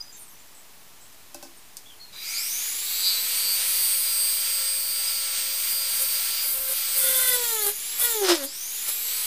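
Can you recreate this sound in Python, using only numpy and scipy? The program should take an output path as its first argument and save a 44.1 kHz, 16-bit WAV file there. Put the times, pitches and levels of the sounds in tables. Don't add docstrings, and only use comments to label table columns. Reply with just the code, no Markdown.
import sys
import numpy as np
from scipy import signal
from scipy.fft import rfft, irfft, next_fast_len
from scipy.io import wavfile
from scipy.ndimage import uniform_filter1d

SR = 44100
rng = np.random.default_rng(int(sys.argv[2]) if len(sys.argv) > 2 else 0)


def gain_from_db(level_db):
    decades = np.asarray(level_db, float) / 20
    return 10 ** decades


def unload_audio(sound):
    columns = np.transpose(np.atleast_2d(sound))
    steps = np.round(np.clip(columns, -1, 1) * 32767)
    wavfile.write(sys.argv[1], SR, steps.astype(np.int16))


N = 408366
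T = np.arange(N) / SR
CONTROL_STEP = 64
TOP_HZ = 531.8
CAGE = .3762
DEEP_DRAG = 130
TONE_LIMIT_HZ = 15600

# start_s, end_s, chips_db, wobble_db, scrape_db
TOUCHES = [(5.62, 5.65, -37, -65, -57), (5.68, 5.74, -33, -65, -52), (5.9, 5.97, -30, -63, -49),
           (6.0, 6.04, -25.5, -51.5, -54), (6.23, 6.31, -36.5, -63, -53), (6.43, 6.53, -27.5, -61, -46),
           (6.54, 6.68, -38, -51, -47.5), (6.69, 6.725, -26.5, -46, -42.5), (6.96, 7.03, -24.5, -49, -48),
           (7.04, 7.19, -22, -41.5, -47), (7.2, 7.26, -21.5, -45, -44), (7.278, 7.3, -21, -44, -47),
           (7.31, 7.33, -26, -39.5, -49), (7.337, 7.355, -20.5, -36.5, -42), (7.37, 7.43, -35, -38, -59),
           (7.44, 7.515, -28, -46.5, -56), (7.53, 7.57, -29, -38, -54), (7.585, 7.61, -28.5, -40, -54),
           (7.62, 7.65, -24.5, -39, -50), (7.668, 7.692, -22.5, -33.5, -38),
           (8.0, 8.025, -21.5, -56, -37.5), (8.04, 8.06, -20, -43, -41), (8.075, 8.13, -27.5, -42.5, -57),
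           (8.155, 8.2, -33.5, -32, -54), (8.22, 8.25, -36, -23.5, -46), (8.25, 8.275, -39, -35, -23),
           (8.293, 8.325, -32, -25, -18), (8.34, 8.355, -33.5, -35, -29), (8.37, 8.43, -38.5, -44, -43.5),
           (8.44, 8.455, -30, -42, -46), (8.882, 8.9, -28.5, -64, -39.5)]
# freq_hz, level_db (per Hz)
CHIPS = [(5000, -19.5), (7500, -2), (9000, 1.5), (10300, 5.5), (11300, 2), (12800, -1), (15500, -2)]


def evened(x):
    return x / np.sqrt(np.mean(x ** 2) + 1e-20)


def columns(rows, outside=None):
    s, *rest = np.transpose(rows)
    return [np.interp(T, s, c, outside, outside) for c in rest]


def spans(rows, rise_db_per_s, fall_db_per_s):
    t = T[::CONTROL_STEP]
    start, end, *levels = np.array(rows)[:, :, None].transpose(1, 0, 2)
    away_db = rise_db_per_s * np.maximum(start - t, 0) + fall_db_per_s * np.maximum(t - end, 0)
    return [np.interp(T, t, np.maximum((db - away_db).max(axis=0), -120)) for db in levels]


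def swells(rows):
    t = T[::CONTROL_STEP]
    bells_db = sum(db * np.exp(-((t - s) / half_width_s) ** 2) for s, half_width_s, db in rows)
    return np.interp(T, t, bells_db)


def drift(rate_hz, t=T):
    knots = np.arange(-1, N / SR * rate_hz + 2) / rate_hz
    return 1.15 * np.interp(t, knots, rng.standard_normal(len(knots)))


def noise(spectrum, size=N, gate=1):
    padded = next_fast_len(size)
    hz = np.fft.rfftfreq(padded, 1 / SR)
    f, db = np.transpose(spectrum)
    colour = gain_from_db(np.interp(np.log(hz + 1), np.log(f), db))
    white = rng.standard_normal(size) * gate
    return evened(irfft(rfft(white, padded) * colour, padded)[:size])


def ring(hz, width_hz):
    b, a = signal.iirpeak(hz, hz / width_hz, SR)
    once = signal.lfilter(b, a, rng.standard_normal(N))
    return evened(signal.lfilter(b, a, once))


def resonate(x, hz, width_hz):
    carrier = np.exp(2j * np.pi * np.cumsum(hz * np.ones(len(x))) / SR)
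    r = np.exp(-np.pi * width_hz / SR)
    base = signal.lfilter([(1 - r) ** 2], [1, -2 * r, r * r], x / carrier)
    return 2 * (carrier * base).real


def tone(turns, hz, order, db, waver_db, slip=1):
    slow = slice(None, None, CONTROL_STEP)
    level = gain_from_db(db[slow] + waver_db * drift(13.0, T[slow]))
    level = level * (order * hz[slow] < TONE_LIMIT_HZ)
    sine = np.cos(2 * np.pi * (order * turns + slip * rng.random()))
    return np.sqrt(2) * np.repeat(level, CONTROL_STEP)[:N] * sine


def shaft(drag):
    switch_s, step_s, pull_hz = 2.1127, .002, 534.35
    gain_per_s, gain_per_hz, gain_cap_hz = 1.989, .004045, 276
    warm_s, warm_gain = 7, 1.128
    t = np.arange(switch_s, N / SR + .01, step_s)
    hz = [0.]
    for s, load in zip(t, np.interp(t, T, drag)):
        behind_hz = pull_hz - hz[-1]
        warm = warm_gain if s > warm_s else 1
        gain = gain_per_s * warm + gain_per_hz * min(behind_hz, gain_cap_hz)
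        hz.append(min(hz[-1] + step_s * (gain * behind_hz - load), TOP_HZ))
    return np.maximum(np.interp(T, t, hz[:-1]), 30)


def motor_levels(hz, drag):
    # time_s, nearness_db, vents_db (extra brush hiss, brightest while the bit touches at 6.5
    # to 6.72 s), grip_db (whine let out)
    hold = [(2.12, 15.5, -9, -4), (2.3, 12.5, -2, 13), (2.45, 7.5, -2.5, -2), (2.8, 4.5, -3, 4),
            (3.1, 3.5, 1.5, 5.5), (3.35, 3.5, 0, 6.5), (3.5, 3, 8, 2), (3.65, 3.5, -2, 5.5),
            (4.1, 1.5, 0, 5), (4.4, 0.5, 4, 2), (4.8, -.5, 4.5, -2), (5.4, 0.9, 3, -3), (6.44, 1, 5.5, -2),
            (6.5, -4, 14, -3), (6.72, -4, 12, -3), (6.77, 0.5, 1, 0), (7.9, 1.5, -5, -1.5),
            (9.25, 2.1, -1, 3)]
    # time_s, half_width_s, gain_db
    swells_8 = [(2.27, .04, 22), (2.79, 0.045, 5), (2.92, 0.11, 9), (3.09, 0.089, 17), (3.33, 0.055, 0),
                (3.5, 0.081, 8), (4.25, 0.25, -1), (6.6, 0.082, -8)]
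    # time_s, half_width_s, gain_db
    swells_16 = [(4.2, 0.054, 3.5), (6.5, 0.28, -12), (8.05, .05, 4)]
    # time_s, half_width_s, gain_db
    swells_slots = [(2.75, 0.13, 8.6), (3.1, 0.053, 6.5), (3.5, 0.049, 6.3), (3.8, 0.048, 5.3),
                    (4.1, .06, 4), (5.7, .1, 7.4), (6.6, .12, 5), (7.15, 0.21, 11), (7.55, .1, 6),
                    (7.9, 0.15, 14), (8.2, 0.046, 8), (9.0, 0.27, 10)]
    near, bright, grip = columns(hold)
    missing = 1 - hz / TOP_HZ
    choke = np.clip(drag / 250, 0, 1)
    chips = np.clip((spans(TOUCHES, 180, 200)[0] + 42) / 10, 0, 1)
    labour_db = chips * np.clip(drag / DEEP_DRAG, 0, 1)
    air_db = -34.5 + near + labour_db - 33.5 * missing
    brush_db = -35 + near + bright + 2.6 * labour_db - 20.5 * missing
    eight_db = -.5 + 0.59 * grip + swells(swells_8) + 0.45 * labour_db - 18 * choke - 118 * missing
    sixteen_db = -.6 + 0.45 * grip + swells(swells_16) - 7 * choke - 98 * missing
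    slots_db = -3.5 + 0.92 * grip + swells(swells_slots) - 31 * missing
    other_db = 1 + grip - 4.5 * labour_db - 90 * missing
    return air_db, brush_db, eight_db, sixteen_db, slots_db, other_db


def beside(turns, hz, order, full_db, slow_db, db, count):
    below = np.clip((525 - hz) / 35, 0, 1)
    out = np.zeros(N)
    for j, (full, slow) in enumerate(zip(full_db, slow_db), -count):
        level_db = full + below * (slow - full) + db
        out += tone(turns, hz, order + j * CAGE, level_db, 2.4, slip=0.43)
    return out


def commutator_whine(turns, hz, eight_db, sixteen_db):
    fan_8 = [-58, -53, -45, -43, -38.5, -39.5, -50, -57]
    slow_8 = [-58, -51, -42, -44, -42, -42, -42.5, -43]
    fan_16 = [-76, -50, -42.5, -38.5, -33.5, -40, -45]
    slow_16 = [-80, -62, -47, -37.5, -36.5, -35, -36]
    out = beside(turns, hz, 8., fan_8, slow_8, eight_db, count=2)
    return out + beside(turns, hz, 16., fan_16, slow_16, sixteen_db, count=4)


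def shaft_orders(turns, hz, slots_db, other_db):
    # order, level_db (rms)
    upper_orders = [(18, -48), (18.79, -49), (19, -52), (20, -45.5), (21, -48), (22, -47), (23, -46),
                    (23.23, -53), (24, -40), (25, -44.5), (25.16, -50), (26, -45.5), (27, -37.5),
                    (28, -39.5), (28.18, -45), (29, -39.5), (30, -48), (31, -54), (32, -49)]
    # order, level_db (rms)
    hum = [(1, -58), (2, -59.5), (2.554, -56)]
    # time_s, half_width_s, gain_db
    swells_18 = [(3.7, .7, 4.7)]
    # time_s, half_width_s, gain_db
    swells_top = [(3.6, 0.73, -5)]
    low_db, top_db = swells(swells_18), swells(swells_top)
    flicker_db = 2.2 + 2.5 * (hz[::CONTROL_STEP] < 529)
    out = np.zeros(N)
    for k, db in upper_orders:
        if k % 8 == 0:
            out += tone(turns, hz, k, db + slots_db, 1.3)
            continue
        swell_db = low_db if k == 18 else top_db if k > 26 else 0
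        out += tone(turns, hz, k, db + other_db + swell_db, flicker_db)
    for k, db in hum:
        out += tone(turns, hz, k, db + 110 * np.log10(hz / 531), 1.8)
    return out


def air_and_brushes(turns, air_db, brush_db):
    # freq_hz, level_db (per Hz)
    air_colour = [(120, -58), (200, -29), (528, -19.5), (1170, -14.5), (1330, -12), (3690, -3), (4760, -5),
                  (6400, -4.5), (8310, -9), (9000, -6), (11700, -22), (19800, -120)]
    # freq_hz, level_db (per Hz)
    brush_colour = [(5000, -35.5), (7000, -31), (8300, -4.5), (9500, -12), (11200, -8), (12900, -2.5),
                    (14200, -6), (15500, -7)]
    beat = 1 + 0.14 * np.cos(2 * np.pi * turns) + 0.01 * np.cos(2 * np.pi * CAGE * turns)
    air = gain_from_db(air_db + 1.04 * drift(13.0)) * noise(air_colour, gate=beat)
    return air + gain_from_db(brush_db + 1.9 * drift(8.0)) * noise(brush_colour, gate=beat)


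def brush_bounce(hz, brush_db):
    # freq_hz, gain_db
    flare = [(1500, -14), (3900, -24), (4400, -3.5), (4850, 2.5), (5450, -3.5), (6100, 2), (8700, 3.5),
             (11000, 6.5), (13800, 13.5)]
    change = uniform_filter1d(np.gradient(hz), 2000) * SR / 450
    bounce = np.clip(change, 0, 1) + np.clip(-change, 0, 1)
    bounce = uniform_filter1d(bounce, 2500)
    bounce = np.maximum(bounce, np.clip((340 - hz) / 40, 0, 1))
    out = np.zeros(N)
    for order, db in [(16, 2.5), (24, -2.0), (32, -8.0), (40, -12.5)]:
        band_hz = np.minimum(order * hz, 15900)
        band = evened(resonate(rng.standard_normal(N), band_hz, 850.))
        out += gain_from_db(brush_db + db + np.interp(band_hz, *np.transpose(flare))) * bounce * band
    return out


def housing(air_db):
    # freq_hz, width_hz, level_db
    shell = [(2312, 360, -14), (3900, 320, -32), (4820, 200, -12.5), (5900, 550, -18), (1330, 150, -37.5)]
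    # time_s, ring_db, chirp_db (bearing)
    starting = [(2.12, -60, -48), (2.17, -48, -37.5), (2.24, -42, -39), (2.28, -37.5, -55),
                (2.36, -36.5, -60), (2.44, -42, -58), (2.47, -46, -44), (2.51, -59, -65), (2.7, -62, -70)]
    ring_db, chirp_db = columns(starting, -120)
    rings = [gain_from_db(db) * ring(f, w) for f, w, db in shell]
    out = gain_from_db(air_db) * sum(rings)
    out += gain_from_db(ring_db + 8.5) * (rings[0] + rings[2] + 3 * rings[4])
    return out + gain_from_db(chirp_db + 27.0) * rings[1]


def motor(turns, hz, drag):
    air_db, brush_db, eight_db, sixteen_db, slots_db, other_db = motor_levels(hz, drag)
    out = commutator_whine(turns, hz, eight_db, sixteen_db)
    out += shaft_orders(turns, hz, slots_db, other_db)
    out += air_and_brushes(turns, air_db, brush_db)
    out += brush_bounce(hz, brush_db)
    out += housing(air_db)
    return out * np.clip((T - 2.11) / 0.031, 0, 1)


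def strikes(turns, hz, count):
    # freq_hz, level_db
    strike_colour = [(1400, 3), (2000, 3), (2650, -9), (3450, 6), (4400, 1), (5800, -8), (10200, 0),
                     (15500, -5)]
    at = np.arange(len(hz))
    coarse = np.arange(0, len(hz) + 700, 700)
    out = np.zeros(len(hz))
    for k, flutter in enumerate(rng.standard_normal((count, len(coarse))), 3):
        depth_db = min(1.5 + .3 * k, 5)
        db = np.interp(k * hz, *np.transpose(strike_colour)) + depth_db * np.interp(at, coarse, flutter)
        out += gain_from_db(db) * (k * hz < TONE_LIMIT_HZ) * np.cos(2 * np.pi * (k * turns + rng.random()))
    return out


def wobble(turns, hz, drag, first_db, force_db, judder_db):
    shallow_db = -13.5 * np.clip(1 - drag / DEEP_DRAG, 0, 1)
    second_db = np.minimum(-43.5 + 0.47 * (first_db + 38) + shallow_db, first_db + 5)
    strike_db = -40 + shallow_db - 19 * (1 - hz / TOP_HZ)
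    strike_db += 0.3 * force_db + 2 * np.minimum(force_db + 14.5, 0) + 0.25 * judder_db
    out = tone(turns, hz, 1, first_db, 0.22) + tone(turns, hz, 2, second_db, 0.79)
    contact = strike_db > -70
    out[contact] += gain_from_db(strike_db[contact]) * strikes(turns[contact], hz[contact], count=34)
    return out


def chips_and_scrape(turns, chip_db, scrape_db):
    # freq_hz, width_hz, level_db
    shank = [(10150, 710, -8.5), (12100, 450, -7.5), (13150, 400, -6)]
    # freq_hz, level_db (per Hz)
    scrape_colour = [(150, -62), (400, -7), (500, -5.5), (1200, 1), (2100, -2), (4900, 0), (10600, -11.5),
                     (15500, -31)]
    pulse = 1 + .5 * np.cos(2 * np.pi * turns)
    grains = gain_from_db(1.0 * drift(400.) + 2.0 * drift(45.))
    singing = grains * sum(gain_from_db(db) * ring(f, w) for f, w, db in shank)
    chips = evened(noise(CHIPS, gate=pulse * grains) + singing)
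    scrape = noise(scrape_colour, gate=pulse ** 3 * grains) + gain_from_db(-9.0) * ring(5120, 160)
    return gain_from_db(chip_db) * chips + gain_from_db(scrape_db) * scrape


def cutting(turns, hz, drag):
    # time_s, half_width_s, gain_db
    judders = [(7.05, .02, 4), (7.15, 0.01, 5), (7.195, 0.0064, 9), (7.215, 0.0059, 2), (7.235, 0.0058, 7),
               (7.26, 0.0067, 8), (7.287, 0.0086, 9), (7.322, 0.0065, 12), (7.345, 0.017, 11),
               (7.44, .015, 0), (7.56, .015, 6), (8.012, .008, 8), (8.05, 0.0078, 7.5)]
    # freq_hz, width_hz, gain_db
    board = [(270, 7.5, -9), (347, 22, 3), (554, 23.4, 9)]
    # freq_hz, width_hz, level_db
    chatter = [(1440, 20, -44), (1960, 20, -42.5), (3480, 70, -37.5)]
    # time_s, level_db
    bite = [(6.96, -40), (7.0, -5), (7.15, -2), (7.3, -5), (7.37, -6), (7.41, -36), (7.99, -43),
            (8.01, -4.5), (8.08, -3), (8.12, -36)]
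    chip_db, first_db, scrape_db = spans(TOUCHES, 584, 479)
    force_db = np.maximum(chip_db, scrape_db) + 22
    judder_db = swells(judders)
    out = wobble(turns, hz, drag, first_db, force_db, judder_db)
    out += chips_and_scrape(turns, chip_db, scrape_db)
    out += sum(gain_from_db(db) * signal.lfilter(*signal.iirpeak(f, f / w, SR), out) for f, w, db in board)
    flex = sum(gain_from_db(db) * ring(f, w) for f, w, db in chatter)
    return out + gain_from_db(columns(bite, -120)[0] + judder_db) * flex


def snaps():
    # time_s, peak_db
    snap_rows = [(7.4393, -14), (7.9981, -13), (8.3049, -18), (8.4495, -18), (8.8855, -15)]
    out, t = np.zeros(N + SR), np.arange(600) / SR
    for s, db in snap_rows:
        tick = noise(CHIPS, len(t)) * np.exp(-t / .0012)
        out[round(s * SR):][:len(t)] += gain_from_db(db - 6.0) * tick
    return out[:N]


def knocks():
    # time_s, peak_db, desk_db (share), tick_t60_s
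    knock_rows = [(1.127, -40, -7, 0.09), (1.3454, -26, 8, 0.11), (1.4266, -29, 9.5, 0.2),
                  (1.453, -46, 21, 0.1), (1.769, -24.5, -30, 0.1)]
    # freq_hz, level_db, t60_s
    desk_modes = [(272, -12.5, 0.26), (339, -10.5, 0.37), (586, -4, 0.17), (790, 1.5, 0.046),
                  (1050, -7, .06), (1530, -8, 0.054), (2630, -9.5, 0.084)]
    # freq_hz, level_db (per Hz)
    tick_colour = [(1500, -32), (3000, -10), (5000, 4.5), (7000, 1), (11000, -2), (15500, -7)]
    out, t = np.zeros(N), np.arange(SR // 4) / SR
    for s, db, desk_db, tick_t60_s in knock_rows:
        decay = 0.59 * np.exp(-t / 0.00073) + 0.23 * gain_from_db(-60 * t / tick_t60_s)
        tick = noise(tick_colour, len(t)) * decay
        desk = np.zeros(len(t))
        for f, mode_db, t60_s in desk_modes:
            desk += gain_from_db(mode_db - 60 * t / t60_s) * np.sin(2 * np.pi * f * t + 3 * rng.random())
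        desk *= 1 - np.exp(-t / 0.0015)
        out[round(s * SR):][:len(t)] += gain_from_db(db) * (tick + 0.12 * gain_from_db(desk_db) * desk)
    return out


def squeaks():
    # start_s, length_s, pitch_hz, width_hz, level_db
    squeak_rows = [(0, 0.02, 4870, 120, -33.5), (0.022, 0.11, 4920, 80, -51), (0, 0.059, 6020, 200, -50),
                   (.113, 0.068, 7320, 200, -48.5), (.114, 0.091, 6330, 300, -53),
                   (.132, .065, 3700, 80, -63), (0.18, 0.085, 8780, 250, -49), (.2, .044, 9500, 500, -50),
                   (0.15, 0.1, 11300, 5000, -49), (0.303, .055, 12200, 4000, -53),
                   (0.26, 0.043, 8100, 300, -54), (.271, .055, 11600, 300, -56),
                   (0.292, .03, 6400, 150, -57), (.317, 0.052, 5940, 120, -57),
                   (0.377, .06, 7200, 400, -58), (0.534, .09, 7950, 700, -53),
                   (0.993, .093, 7840, 1200, -55), (1.557, .048, 8670, 300, -55),
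                   (1.846, 0.075, 3380, 160, -51), (1.898, 0.059, 3080, 200, -54),
                   (1.987, 0.074, 4280, 90, -44.5), (2.034, 0.077, 4230, 70, -53),
                   (5.062, .05, 4980, 120, -35)]
    out = np.zeros(N + SR)
    for s, length_s, hz, width_hz, db in squeak_rows:
        size = round(length_s * SR)
        arch_hz = 0.81 * min(width_hz, 200) * (np.hanning(size) - .5)
        whistle = resonate(rng.standard_normal(SR // 4)[:size], hz + arch_hz, width_hz)
        out[round(s * SR):][:size] += gain_from_db(db) * evened(whistle) * signal.windows.tukey(size, .6)
    return out[:N]


def room(x):
    t = np.arange(SR // 4) / SR
    tail = noise([(200, -14.0), (3000, 6.5), (15000, -4.0)], len(t))
    tail = tail * gain_from_db(-60 * t / 0.25) * (t > .004)
    return signal.oaconvolve(x, tail / np.linalg.norm(tail))[:N]


def rumble():
    # start_s, end_s, level_db
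    rumble_rows = [(0, 2.17, -70), (3.02, 3.62, -72), (3.75, 4.12, -64), (6.57, 6.67, -57), (6.98, 7.37, -60),
                   (7.68, 7.72, -69), (8.015, 8.045, -63), (9.17, 9.3, -66)]
    level_db = np.maximum(spans(rumble_rows, 220, 220)[0], -101)
    return gain_from_db(level_db) * noise([(14, -30), (32, 1), (60, -7), (90, -3.0), (200, -70)])


def hiss():
    # freq_hz, level_db (per Hz)
    hiss_colour = [(56, -67), (95, -6.5), (450, -7.5), (523, -12), (569, -8), (950, -6.5), (1550, -10),
                   (1690, -8.5), (15500, -11.5)]
    return gain_from_db(-50) * noise(hiss_colour)


def scene():
    # time_s, drag_hz_per_s
    drag_curve = [(6.35, 0), (6.7, 42), (6.8, 0), (6.95, 7), (7.15, 104), (7.3, 201), (7.48, 464),
                  (7.62, 701), (7.67, 349), (7.71, 0), (8.01, 0), (8.1, 579), (8.26, 1188), (8.29, 950),
                  (8.33, 1000), (8.36, 1750), (8.39, 1480), (8.43, 1218), (8.45, 0)]
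    drag = columns(drag_curve)[0]
    hz = shaft(drag)
    unsteady = .0003 + .014 * np.clip(1 - hz / 500, 0, .3)
    turns = np.cumsum(hz * (1 + unsteady * drift(70.))) / SR
    near = motor(turns, hz, drag) + cutting(turns, hz, drag) + snaps() + knocks() + squeaks()
    mono = near + gain_from_db(-13.5) * room(near) + rumble() + hiss()
    return np.array([mono, mono])


def roll_off(x):
    return signal.sosfilt(signal.butter(12, 16340, fs=SR, output="sos"), x)


def record(dry):
    limit = .62
    bent = limit * np.tanh(dry / limit)
    edge = signal.firwin(2047, 15460, window=("kaiser", 9), fs=SR)
    mix = signal.oaconvolve(bent, edge[None], "same") - .0034
    return roll_off(mix)


dry = scene()
out = record(dry)
unload_audio(out)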